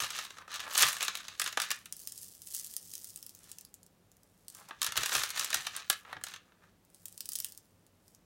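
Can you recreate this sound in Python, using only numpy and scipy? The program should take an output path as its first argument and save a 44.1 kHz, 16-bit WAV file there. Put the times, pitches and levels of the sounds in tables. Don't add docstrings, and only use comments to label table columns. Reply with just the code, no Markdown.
import sys
import numpy as np
from scipy import signal
from scipy.fft import rfft, irfft, next_fast_len
from scipy.io import wavfile

SR = 44100
rng = np.random.default_rng(int(sys.argv[2]) if len(sys.argv) > 2 else 0)


def dump(signal):
    limited = np.clip(np.atleast_2d(signal).T, -1, 1)
    pcm = np.round(limited * 32767).astype(np.int16)
    wavfile.write(sys.argv[1], SR, pcm)


N = 363818

# (time [s], tick energy [dB], box knock energy [dB])
BOX_CONTACTS = [(.022, -15, -15.5), (.104, -15, -11.5), (.1876, -16, -9.5), (.2494, -24, -17),
                (.3045, -31.5, -13), (.3837, -32.5, -12.5), (.42, -53, -16.5), (.4783, -35.5, -13.5),
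                (.5168, -27, -27), (.5412, -17.5, -27), (.5578, -14, -24), (.6028, -20, -26.5),
                (.667, -33, -8), (.7105, -28, -9.5), (.7532, -12, -4), (.7776, 2, -8), (.785, -3.5, -5.5),
                (.8075, -5, -11.5), (.8227, 3.5, -7.5), (.8311, -5.5, 3.5), (.8864, -4.5, -15),
                (.9295, -9.5, -18), (.9666, -16.5, -17), (1.0068, -17.5, -6.5), (1.0186, -15.5, -7.5),
                (1.0276, -4.5, -7), (1.0498, -11.5, -16), (1.0808, -13.5, -2.5), (1.1524, -13.5, -11),
                (1.1722, -15.5, -20), (1.2822, -20.5, -16.5), (1.3969, -2.5, -7.5), (1.4163, -4.5, -5),
                (1.4417, -11.5, -18), (1.4609, -18.5, -7.5), (1.4756, -15.5, -9.5), (1.5265, -20.5, -15.5),
                (1.5726, -13, 8.5), (1.5999, -8, -6), (1.6178, -6, -7), (1.705, -10, -5.5),
                (1.7138, -4, -5), (1.8573, -21.5, -23.5), (4.549, -22.5, -36), (4.708, -40, -5),
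                (4.8167, -5.5, -5.5), (4.8294, -2.5, -11.5), (4.8447, -6.5, -10), (4.8646, -7, -10),
                (4.9213, -15.5, -12), (4.9563, -25.5, -6), (4.9672, -10, -7), (4.9743, -2, -1),
                (5.0329, -8.5, -5), (5.0589, -4.5, -6), (5.15, -13, 6.5), (5.1938, -15, -10),
                (5.235, -5.5, -5.5), (5.2915, -14.5, -31.5), (5.3039, -11.5, -13.5), (5.3615, -19, -14.5),
                (5.377, -14, -10), (5.395, -2.5, -9.5), (5.4454, -5, -12.5), (5.5036, -14, -12),
                (5.529, -12, -7), (5.5435, 0, -3), (5.6114, -20.5, -43.5), (5.6675, -14, -6.5),
                (5.7651, -7, -46.5), (5.8995, 3.5, 1.5), (5.9278, -12, -14.5), (6.049, -49, -15),
                (6.1279, -27.5, -1), (6.166, -53, -7), (6.212, -40, -17.5), (6.2377, -9.5, -15),
                (6.267, -21.5, -18), (6.2842, -23.5, -24), (6.3375, -26.5, -17.5), (6.3603, -32, -21.5),
                (6.52, -67, -27), (6.636, -49.5, -27)]
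# (time [s], tick energy [dB])
HELD_TICKS = [(1.9251, -10), (1.9671, -21.5), (2.0737, -10.5), (2.1225, -21.5), (2.1779, -20.5),
              (2.231, -22.5), (2.3509, -28.5), (2.4189, -22.5), (2.4721, -22.5), (2.5476, -12),
              (2.5653, -19.5), (2.5971, -16), (2.6641, -21), (2.7383, -17), (2.7658, -9.5), (2.937, -15.5),
              (2.9535, -15), (3.0445, -17.5), (3.0721, -25.5), (3.1601, -17), (3.1742, -21), (3.2278, -20),
              (3.2648, -20), (3.2938, -24.5), (3.3498, -26), (3.4415, -29.5), (3.5163, -15.5),
              (3.5852, -18), (3.6108, -22.5), (3.6503, -24), (3.7417, -23.5), (3.8309, -30),
              (3.8643, -33.5), (4.1167, -36), (4.1686, -39), (4.2331, -37), (4.4826, -18.5),
              (4.5008, -23.5), (4.6879, -26), (6.85, -40), (6.9012, -40.5), (6.946, -27.5), (7.0564, -14.5),
              (7.083, -23.5), (7.126, -28.5), (7.1778, -19.5), (7.2065, -10.5), (7.2567, -15.5),
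              (7.2902, -10), (7.3197, -13), (7.3336, -14.5), (7.3548, -9), (7.3588, -9.5), (7.3877, -13.5),
              (7.402, -9), (7.4458, -6.5), (7.5222, -22.5), (7.5491, -32), (7.5762, -21.5), (7.8657, -36.5),
              (8.0807, -34), (8.1485, -32)]
HELD_DB = -26


def beads():
    held = [(time, db, db + HELD_DB) for time, db in HELD_TICKS]
    times, tick_db, knock_db = np.transpose(sorted(BOX_CONTACTS + held))
    swarm_ticks_db, swarm_knocks_db = heap_levels()
    ticks = bead_ticks(times, tick_db, knock_db, swarm_ticks_db, swarm_knocks_db)
    return ticks + box_knocks(times, tick_db, knock_db, swarm_knocks_db)


# (frequency [Hz], relative level [dB per Hz])
TICK_COLOUR = [(700, -41), (1500, -33), (1790, -19.5), (2270, -21.5), (3000, -10.5), (3900, -10),
               (5000, -3), (7100, -1.5), (8500, -0.5), (9700, -0.5), (14800, -5), (16000, -4)]


def bead_ticks(times, tick_db, knock_db, swarm_ticks_db, swarm_knocks_db):
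    deep = np.clip((knock_db - tick_db + 28) / 22, 0, 1)
    snap = bursts(times, tick_db, t60=.0025 + .003 * deep, size=300)
    chatter = bursts(times, tick_db - 7 + 5 * deep, t60=.022, size=1000, rise=1e-3)
    rattle = amp(swarm_ticks_db) * swarm(count=7000, spread_db=4.0, t60=0.0054)
    ticks = filtered(snap + chatter + rattle, keep_power(causal(TICK_COLOUR)))
    shade = np.clip((swarm_knocks_db - swarm_ticks_db + 18) / 16, 0, 1)
    return (1 - shade) * ticks + shade * filtered(ticks, muffle(corner_hz=16300))


# (frequency [Hz], width [Hz], relative level [dB])
BOX_MODES = [(345.4, 500, -14), (600, 510, -7), (1235, 280, 2.5), (1742, 210, 5), (2620, 930, 0.5),
             (3900, 970, 2), (6400, 1500, -3)]


def box_knocks(times, tick_db, knock_db, swarm_knocks_db):
    blows = bursts(times, knock_db, t60=0.026, size=1000, rise=0.00061)
    stir = amp(swarm_knocks_db) * swarm(count=5000, spread_db=3.0, t60=0.018)
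    force = blows + stir
    softness = np.clip((knock_db - tick_db - 14.0) / 9, 0, 1)
    soft = np.interp(np.arange(N) / SR, times, softness)
    force = (1 - soft) * force + filtered(soft * force, muffle(corner_hz=1620))
    return filtered(force, keep_power(resonances(BOX_MODES)))


# (peak time [s], stroke length [s], peak ticks [dB rms], peak box knocks [dB rms])
RAKE_STROKES = [(0, .08, -33.5, -31), (0.173, .13, -44.5, -40), (0.377, 0.13, -85, -47),
                (0.544, 0.082, -61, -38.5), (0.663, .1, -62, -34), (0.821, 0.1, -25, -25.5),
                (1.036, .1, -42, -41.5), (1.2, 0.33, -60.5, -49), (1.469, .1, -47.5, -45),
                (1.636, 0.069, -45, -39.5), (1.75, 0.13, -53, -57.5), (3.472, 0.13, -72.5, -63),
                (4.58, .12, -53.5, -68), (4.722, .12, -77.5, -57), (4.87, 0.053, -46.5, -39),
                (5.02, .1, -43.5, -39.5), (5.147, 0.11, -29, -28), (5.4, 0.076, -38, -35),
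                (5.561, 0.18, -44, -41.5), (5.768, 0.09, -61.5, -42.5), (5.97, .08, -53.5, -69.5),
                (6.1, 0.078, -80, -42.5), (6.303, 0.069, -57.5, -49.5), (6.495, 0.13, -94, -61),
                (6.641, .06, -75, -54.5)]
SWELL_DB, FADE_DB = 19.5, 16
# (time [s], ticks [dB rms])
PALM_POUR = [(1.8, -88.5), (2.0, -52.5), (2.25, -49.5), (2.4, -60.5), (2.57, -39), (2.75, -55.5),
             (3.0, -50), (3.35, -63.5), (3.498, -53), (3.62, -70.5), (3.999, -86), (4.4, -72), (4.6, -94),
             (6.8, -95.5), (7.0, -66.5), (7.2, -63.5), (7.47, -49), (7.559, -68), (7.901, -89),
             (8.1, -68.5), (8.25, -89)]


def heap_levels():
    t = np.arange(N) / SR
    times, pour_db = np.transpose(PALM_POUR)
    tick_and_knock_db = np.interp(t, times, pour_db) + np.array([[0], [HELD_DB]])
    power = amp(tick_and_knock_db) ** 2
    for peak, length, *peak_db in RAKE_STROKES:
        late = (t - peak) / length
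        drop_db = np.maximum(FADE_DB * late, -SWELL_DB * late)
        power = power + amp(np.reshape(peak_db, (2, 1)) - drop_db) ** 2
    return 10 * np.log10(power)


# (start time [s], length [s], level at the crest [dB rms])
SKIN_RUBS = [(0.394, 0.04, -57), (4.531, 0.15, -61.5), (4.681, .035, -53), (6.04, 0.12, -59)]


def rubs():
    t = np.arange(N) / SR
    swell = np.zeros(N)
    for start, length, db in SKIN_RUBS:
        swell += amp(db) * np.sin(np.pi * np.clip((t - start) / length, 0, 1))
    grain = swarm(count=2500, spread_db=-1.0, t60=0.0086)
    return swell * unit(filtered(grain, resonances([(1060, 600, 0)])))


# (time [s], energy [dB])
TABLE_BUMPS = [(.01, -23), (.83, -25), (4.872, -25), (4.976, -15.5), (5.151, -17.5), (5.392, -25.5),
               (5.549, -25), (6.148, -26)]
# (frequency [Hz], width [Hz], relative level [dB])
TABLE_MODES = [(60, 100, -2.5), (143, 23, 4.5), (330, 150, -8.5)]


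def table():
    times, db = np.transpose(TABLE_BUMPS)
    pushes = bursts(times, db, t60=.16, size=6000, rise=.008)
    return filtered(pushes, keep_power(resonances(TABLE_MODES)))


# (frequency [Hz], time to fall 60 dB [s])
ROOM_DECAY = [(300, 0.096), (2000, 0.28), (6000, 0.15), (15000, 0.049)]


def room(x):
    out, step = np.zeros(N + SR), SR // 8
    for start in range(0, N, step):
        hz, t, noise = signal.stft(rng.standard_normal(SR // 2), SR, nperseg=128)
        decay = amp(-60 * t / along(ROOM_DECAY, hz)[:, None])
        tail = signal.istft(noise * decay, SR, nperseg=128)[1]
        wet = signal.fftconvolve(x[start:start + step], tail / np.linalg.norm(tail))
        out[start + 200:][:len(wet)] += wet
    return out[:N]


# (frequency [Hz], relative level [dB per Hz])
AIR_COLOUR = [(15, -49.5), (25, 7), (84, -7), (185, -9), (223, -6), (560, -10), (641, -12.5), (1100, -17),
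              (2220, -22), (6210, -26), (16000, -29.5)]
# (frequency [Hz], width [Hz], relative level [dB])
HUM_MODES = [(96, 5.3, 4), (180, 23, -2)]


def air():
    hiss = filtered(rng.standard_normal(N), lambda hz: amp(along(AIR_COLOUR, hz)))
    hum = filtered(rng.standard_normal(N), resonances(HUM_MODES))
    return amp(-68.5) * unit(hiss) + amp(-72.0) * unit(hum)


def bursts(times, db, t60, size, rise=1e-4):
    draw = rng.standard_normal((len(times), size + 1))
    t = np.arange(size) / SR
    life = np.reshape(t60, (-1, 1)) * np.exp(0.2 * draw[:, :1])
    rows = draw[:, 1:] * amp(-60 * t / life) * (1 - np.exp(-t / rise))
    rows *= amp(db)[:, None] / np.linalg.norm(rows, axis=1, keepdims=True)
    at = np.round(times * SR).astype(int)[:, None] + np.arange(size)
    return np.bincount(at.ravel(), rows.ravel(), N + SR)[:N]


def swarm(count, spread_db, t60):
    place, luck = rng.random((count, 2)).T
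    db = -spread_db * np.log(1 - .99 * luck)
    return unit(bursts(place * N / SR, db, t60, size=240))


def resonances(modes):
    def response(hz):
        total = 0
        for k, (centre, width, db) in enumerate(modes):
            damping = 1j * hz * width
            total = total + (-1) ** k * amp(db) * damping / (centre ** 2 - hz ** 2 + damping)
        return total
    return response


def causal(spectrum):
    def response(hz):
        cepstrum = irfft(np.log(np.maximum(amp(along(spectrum, hz)), 1e-4)))
        cepstrum[1:len(cepstrum) // 2] *= 2
        cepstrum[len(cepstrum) // 2:] = 0
        return np.exp(rfft(cepstrum))
    return response


def muffle(corner_hz):
    return lambda hz: 1 / (1 + 1j * hz / corner_hz) ** 2


def keep_power(response):
    def scaled(hz):
        gain = response(hz)
        return gain / np.sqrt(np.mean(np.abs(gain) ** 2))
    return scaled


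def filtered(x, response):
    size = next_fast_len(N + SR // 2)
    return irfft(rfft(x, size) * response(np.fft.rfftfreq(size, 1 / SR)), size)[:N]


def along(points, hz):
    f, value = np.transpose(points)
    return np.interp(np.log(hz + 1), np.log(f + 1), value)


def amp(db):
    return 10 ** (np.asarray(db) / 20)


def unit(x):
    return x / np.sqrt(np.mean(x ** 2) + 1e-20)


def scene():
    near = beads() + rubs()
    return (near + amp(-10) * room(near) + table() + air())[None]


TOP_HZ = 15850


def record(dry):
    return filtered(dry[0], lambda hz: (hz < TOP_HZ) * hz ** 6 / (hz ** 6 + 40.6 ** 6))[None]


dry = scene()
out = record(dry)
dump(out)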